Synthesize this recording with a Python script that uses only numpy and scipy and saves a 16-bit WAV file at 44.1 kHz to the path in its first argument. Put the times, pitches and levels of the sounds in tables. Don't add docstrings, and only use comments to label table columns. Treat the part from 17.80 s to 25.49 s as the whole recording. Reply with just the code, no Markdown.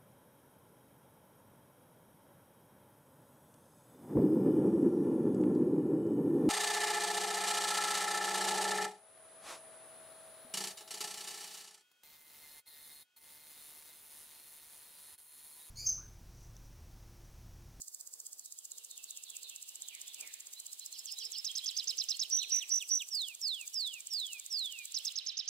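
import sys
import numpy as np
from scipy import signal
from scipy.fft import rfft, irfft
from scipy.io import wavfile
from scipy.ndimage import uniform_filter1d

SR = 44100
rng = np.random.default_rng(int(sys.argv[2]) if len(sys.argv) > 2 else 0)


def output_pcm(signal):
    pcm = np.clip(np.atleast_2d(signal).T, -1, 1) * 32767
    wavfile.write(sys.argv[1], SR, np.round(pcm).astype(np.int16))


N = 339129
TIME, FREQS = np.arange(N) / SR, np.fft.rfftfreq(N, 1 / SR)

# delay_s, length_s, start_hz, middle_hz, end_hz, level_db
PEEP_NOTES = [(0, .042, 3550, 3850, 3750, -42)]
# start_s, fall_gain_db, length_ratio, pitch_ratio, buzz_gain_db
SLUR_CALLS = [(2.01, -1, .62, 0.93, -8.5), (2.239, -3, 1.1, 0.86, -11), (4.568, -1, 0.89, 0.96, 6)]


def amp(db):
    return 10 ** (np.asarray(db) / 20)


def unit(x):
    return x / np.sqrt(np.mean(x ** 2) + 1e-20)


def follow(points, at):
    return np.interp(at, *np.transpose(points))


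def add(mix, start_s, sound):
    part = mix[max(round(start_s * SR), 0):][:len(sound)]
    part += sound[:len(part)]


def noise(spectrum):
    hz, db = np.transpose(spectrum)
    gain = amp(np.interp(np.log(FREQS + 1), np.log(hz + 1), db))
    gain *= np.minimum(FREQS / hz[0], 1) ** 4 / np.maximum(FREQS / hz[-1], 1) ** 8
    return unit(irfft(rfft(rng.standard_normal(N)) * gain, N))


def wander(count, size):
    return unit(uniform_filter1d(uniform_filter1d(rng.standard_normal(count), size), size))


def ramps(t, attack_s, release_s):
    return np.minimum(t / attack_s, 1) * np.minimum((t[-1] - t) / release_s, 1)


def place(x, lead_ms, right_db):
    left = irfft(rfft(x) * np.exp(2j * np.pi * FREQS * lead_ms / 1000), N)
    return np.array([left * amp(-right_db / 2), x * amp(right_db / 2)])


def trees(x, t60_s, near_db, tail_db):
    t = np.arange(SR) / SR
    scatter = rng.standard_normal((2, SR)) * (rng.random((2, SR)) < .05)
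    tail = scatter * amp(-60 * t / t60_s) * (t > .012)
    reflections = rng.standard_normal((2, SR)) * (rng.random((2, SR)) < .02)
    near = reflections * np.exp(-t / .015) * (t > .002)
    response = sum(amp(db) * part / np.linalg.norm(part, axis=1, keepdims=True)
                   for part, db in [(near, near_db), (tail, tail_db)])
    return signal.fftconvolve(x[None], response, axes=1)[:, :N] * amp([[-2.5], [2.5]])


def tone(hz, gain, jitter=.0071):
    phase = 2 * np.pi * np.cumsum(hz * (1 + jitter * wander(len(hz), size=30))) / SR
    edges = signal.windows.tukey(len(hz), min(1, 60 / len(hz)))
    return gain * edges * (np.sin(phase) + amp(-34) * np.sin(2 * phase))


def glide(length_s, start_hz, middle_hz, end_hz, db):
    u = np.linspace(0, 1, int(length_s * SR))
    hz = np.polyval(np.polyfit([0, .5, 1], [start_hz, middle_hz, end_hz], 2), u)
    return hz, amp(db) * abs(np.sin(np.pi * u)) ** .9


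def flutter(hz, gain, rate_hz, depth_hz, pulsing_db, first_peak_s):
    turn = 2 * np.pi * rate_hz * (np.arange(len(hz)) / SR - first_peak_s) + np.pi / 3
    vibrato = np.sin(turn) + np.sin(2 * turn) / np.pi
    return hz + depth_hz * vibrato, gain * amp(-pulsing_db * (.5 + np.cos(turn)))


def run_of(start_s, repeats, first_db, last_db, period_s):
    k = np.arange(repeats)
    gain_db = last_db + (first_db - last_db) * (1 - k / k[-1]) ** 2.2
    return np.column_stack([start_s + k * period_s, gain_db])


def syllable(notes, jitter, gain_db, stretch=1, pitch=1):
    out = np.zeros(SR // 2)
    for delay_s, length_s, *shape in notes:
        hz, gain = glide(length_s * stretch, *shape)
        detune, effort_db = rng.normal(0, [.009, 1.0])
        note = tone(hz * pitch * (1 + detune), gain * amp(gain_db + effort_db), jitter)
        add(out, delay_s * stretch, note)
    return out


def sing(notes, calls, jitter):
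    out = np.zeros(N)
    for start_s, *manner in calls:
        add(out, start_s, syllable(notes, jitter, *manner))
    return out


def air(drift_db=1.6):
    spectrum = [(25, -18), (90, -33.5), (150, -14), (230, -8), (350, -3), (700, -1), (1300, -3.5),
                (2000, -8), (2800, -12.5)]
    levels = [(0, -82), (2, -78.5), (3, -79.5), (4, -78), (5.5, -79), (7.69, -80.5)]
    incoherent = np.array([noise(spectrum), noise(spectrum)])
    level_db = follow(levels, TIME) + drift_db * wander(N, size=3500)
    return unit(noise(spectrum) + 1.03 * incoherent) * amp(level_db) * amp([[-1.8], [1.8]])


def chorus(count=190, twitter_db=-8, wash_db=-4):
    spectrum = [(1500, -22), (2100, -14), (2700, -4), (3600, 1), (4600, -4), (6000, -23.5)]
    levels = [(0.0, -78), (0.56, -72.5), (1.14, -65.5), (1.56, -61.5), (2.01, -59), (2.23, -54),
              (2.83, -60), (3.9, -50.5), (4.58, -54.5), (5.14, -63.5), (7.24, -53), (7.35, -52),
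              (7.69, -49)]
    calls = rng.random((count, 4)) * [TIME[-1], 8, .5, .4] + [0, 0, .4, .72]
    twitter = unit(trees(sing(PEEP_NOTES, calls, jitter=.025), t60_s=.3, near_db=0, tail_db=0))
    wash = np.array([noise(spectrum), noise(spectrum)]) * amp([[-2], [2]])
    return (amp(twitter_db) * twitter + amp(wash_db) * wash) * amp(follow(levels, TIME))


def dove(sink=.04):
    coos = [(.26, .22, 470, -84), (.82, .33, 480, -84), (1.52, .2, 465, -82), (3.38, .16, 470, -79),
            (3.97, .27, 475, -80), (4.43, .32, 455, -80)]
    out = np.zeros(N)
    for start_s, length_s, hz, db in coos:
        u = np.linspace(0, 1, int(length_s * SR))
        husk = .075 * wander(len(u), size=120)
        arch = np.sqrt(abs(np.sin(np.pi * u)))
        add(out, start_s, tone(hz * (1 + sink * (.5 - u) + husk), amp(db) * arch))
    return place(out, lead_ms=.01, right_db=3.5) + trees(out, t60_s=.4, near_db=-8, tail_db=-4)


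def cardboard_drag(start_s=2.33, length_s=.2, ribs_hz=151, db=-70):
    stroke = np.zeros(N)
    add(stroke, start_s, np.hanning(int(length_s * SR)))
    ribs = np.diff(np.floor(ribs_hz * TIME), prepend=0)
    band = signal.butter(2, [280, 1200], "band", fs=SR, output="sos")
    burr = signal.sosfilt(band, unit(ribs) + .5 * rng.standard_normal(N))
    return amp(db) * unit(burr) * stroke * amp([[-2], [2]])


def cardboard_bump(start_s=3.335, hz=800, decay_s=.021, db=-72):
    t, out = np.arange(SR // 8) / SR, np.zeros(N)
    add(out, start_s, tone(np.full(len(t), hz), amp(db) * np.exp(-t / decay_s), jitter=.11))
    return out * amp([[-2], [2]])


def buzzes():
    out = np.zeros(N)
    for start_s, _, stretch, pitch, buzz_db in SLUR_CALLS:
        arch = glide(.1 * stretch, start_hz=3150, middle_hz=4200, end_hz=3400, db=-41)
        hz, gain = flutter(*arch, rate_hz=67, depth_hz=280, pulsing_db=5, first_peak_s=.0005)
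        add(out, start_s, tone(hz * pitch, gain * amp(buzz_db), jitter=.02))
    return out


def far_birds(clear_db=-3, hoarse_db=-13):
    # delay_s, length_s, start_hz, middle_hz, end_hz, level_db
    pair_notes = [(0, 0.067, 5400, 4030, 3790, -48), (.075, .07, 4800, 3150, 2846, -51.5)]
    fall_notes = [(.075, .165, 3600, 2870, 1820, -49)]
    # start_s, gain_db, length_ratio, pitch_ratio
    pair_calls = [(.57, -16.5, 2.06, 1), (0.889, -7, 0.88, 0.98), (1.079, -2.5, 0.86, 0.96),
                  (1.259, -2.5, .88, 0.94), (1.442, -1, 0.87, 0.91), (1.614, 1, 0.86, 0.95)]
    peep_calls = [(2.758, -7, 1.04, 1.04), (2.874, -12, 1.06, 1.06), (3.0, -6, 1.13, 1.08),
                  (3.12, -4, 0.69, 1.1), (3.36, 0.5, 1.07, 1.03), (3.686, 4, 0.76, 0.84),
                  (3.824, 1.5, 1.03, .88), (3.936, -5, 1.02, 1.25), (4.332, 0, 0.79, 1.12)]
    clear = sing(PEEP_NOTES, peep_calls, jitter=.022) + buzzes()
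    hoarse = sing(pair_notes, pair_calls, jitter=.025)
    hoarse += sing(fall_notes, [call[:4] for call in SLUR_CALLS], jitter=.05)
    direct = amp(clear_db) * clear + amp(hoarse_db) * hoarse
    echoes = trees(clear, t60_s=.74, near_db=-11, tail_db=-7)
    echoes += trees(hoarse, t60_s=1, near_db=-3.5, tail_db=-3)
    return place(direct, lead_ms=.03, right_db=8) + echoes


def insect(tick_db=-39.5, rasp_db=-52.5, scatter_db=2.5, vary_db=1.17):
    pace = [(0, 15.693), (1.1, 15.387), (2.1, 15.435), (3.1, 15.307), (5.6, 15.231), (6.9, 15.346),
            (7.25, 14.9)]
    levels = [(0, -1.5), (7.3, 0), (7.37, -11.5), (7.69, -24)]
    # frequency_hz, density_db
    tick_spectrum = [(5800, -13), (6700, -2.5), (7800, -0.5), (8900, -9), (9700, -29), (13000, -43),
                     (15500, -13)]
    rasp_spectrum = [(3400, -27.5), (4700, -3.5), (5600, -6), (6700, -1.5), (7700, 1.5), (9800, -7),
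                     (11000, -5), (12300, -8.5), (13400, -3), (14200, -8), (15300, -4)]
    first_tick_s, rise_s, hold_s, decay_s = .019, .00063, .002, .0018
    rasp_rise_s, rasp_decay_s, rasp_drop_db, rasp_floor_db = .011, .017, -7.5, -12.5
    rate_hz = follow(pace, TIME)
    strokes = np.cumsum(rate_hz) / SR
    strokes -= np.interp(first_tick_s, TIME, strokes)
    nearest = np.round(strokes).astype(int)
    from_tick_s = (strokes - nearest) / rate_hz
    before_s = np.maximum(-from_tick_s - hold_s / 2, 0)
    after_s = np.maximum(from_tick_s - hold_s / 2, 0)
    force = amp(vary_db * rng.standard_normal(nearest[-1] + 1))[nearest]
    snap = np.exp(-after_s / decay_s)
    tick = noise(tick_spectrum) * amp(tick_db) * np.exp(-before_s / rise_s) * snap * force
    linger = amp(rasp_drop_db) * np.exp(-after_s / rasp_decay_s)
    rub = np.exp(-before_s / rasp_rise_s) * np.maximum(snap, linger)
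    grain_db = 1.5 * wander(N, size=40)
    swell = (rub + amp(rasp_floor_db)) * amp(rasp_db + grain_db) * force
    rasp = place(noise(rasp_spectrum) * swell, lead_ms=.097, right_db=4.5)
    scatter = amp(scatter_db) * swell * np.array([noise(rasp_spectrum), noise(rasp_spectrum)])
    return (place(tick, lead_ms=.098, right_db=6) + rasp + scatter) * amp(follow(levels, TIME))


def warbles(held_hz=5903, scoop_hz=1780, scoop_s=.00355, held_db=-25.5, fade_db=-6, hurry=.017):
    # delay_s, length_s, start_hz, middle_hz, end_hz, level_db
    frame_notes = [(0, 0.019, 4130, 5840, 5300, -36), (.099, .044, 4087, 3120, 2210, -39.5)]
    calls = run_of(4.503, repeats=4, first_db=-.7, last_db=-.3, period_s=.196)
    out = np.zeros(N)
    for k, (start_s, db) in enumerate(calls):
        stretch = 1 + hurry * (len(calls) - 1 - k)
        t = np.arange(0, .083 * stretch, 1 / SR)
        hz = held_hz - scoop_hz * np.exp(-t / scoop_s)
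        gain = amp(held_db + db + fade_db * (t / t[-1]) ** 2) * ramps(t, attack_s=.0066, release_s=.009)
        held = flutter(hz, gain, rate_hz=51.5 / stretch, depth_hz=180, pulsing_db=2.6, first_peak_s=.007)
        add(out, start_s, syllable(frame_notes, jitter=.016, gain_db=db, stretch=stretch))
        add(out, start_s + .015 * stretch, tone(*held, jitter=.007))
    return out


def whistles(top_hz=5967, end_hz=2296, handover_hz=3307, step_hz=150):
    falls = [(5.305, 0.25, 0.99, -0.4), (5.608, 0.26, 1.23, 0), (5.929, .2907, 1.19, -1),
             (6.298, 0.32, 1.67, -1.5), (6.698, 0.37, 1.82, -1)]
    top_db, fade_db, low_side_db = -29, -11, -8
    out = np.zeros(N)
    for start_s, length_s, sag, db in falls:
        u = np.linspace(0, 1, int(length_s * SR))
        height = (np.exp(-sag * u) - np.exp(-sag)) / (1 - np.exp(-sag))
        height *= 1 - .83 * np.exp(-height * 10)
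        hz = end_hz + (top_hz - end_hz) * height
        below_hz = handover_hz - hz
        dip = 1 - .8 * np.exp(-(below_hz / 25) ** 2)
        jump_hz = step_hz * (below_hz > 0) * np.exp(-abs(below_hz) / 150)
        waver = 1 + .005 * wander(len(u), size=350)
        low_side = .5 + .5 * np.tanh(below_hz / 60)
        gain = amp(top_db + db + fade_db * (1 - height) + low_side_db * low_side)
        edges = ramps(u * length_s, attack_s=.046, release_s=.052) ** 1.06
        add(out, start_s, tone(hz * waver + jump_hz, dip * gain * edges))
    return out


def songbird(trill_db=.3):
    # delay_s, length_s, start_hz, middle_hz, end_hz, level_db
    chirp_notes = [(.002, .021, 6900, 5800, 4600, -43), (.017, .021, 4400, 5300, 5850, -42),
                   (.029, .029, 3650, 4900, 5750, -40), (.047, .045, 4100, 5230, 4850, -38),
                   (.012, .044, 3500, 3150, 2500, -47)]
    trill_notes = [(.0015, .0075, 3750, 5950, 6750, -32.5), (.0075, .009, 3950, 5950, 6500, -30),
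                   (.0195, .0125, 5300, 5180, 5650, -30), (.0285, .0095, 5650, 5000, 3250, -32),
                   (.037, .011, 3150, 4050, 2650, -36), (.053, .021, 2250, 3150, 2450, -46.5)]
    trill_runs = [(3.6427, 8, -2.5, 1.8), (7.140, 6, 0, -2)]
    chirp_calls = run_of(2.994, repeats=5, first_db=-17.5, last_db=.5, period_s=.131)
    chirps = sing(chirp_notes, chirp_calls, jitter=.026)
    trills = sum(sing(trill_notes, run_of(*run, period_s=.10687), jitter=.013) for run in trill_runs)
    song = chirps + amp(trill_db) * trills + warbles() + whistles()
    echoes = trees(song, t60_s=.55, near_db=-12.5, tail_db=-16.5)
    return place(song, lead_ms=.033, right_db=8) + echoes


def scene():
    birds = songbird() + far_birds() + chorus() + dove()
    return birds + insect() + cardboard_drag() + cardboard_bump() + air()


def record(dry):
    edge_hz = 15800
    low_pass = signal.firwin(511, edge_hz, window=("kaiser", 9), fs=SR)
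    return signal.oaconvolve(dry, low_pass[None], "same", axes=1)


dry = scene()
out = record(dry)
output_pcm(out)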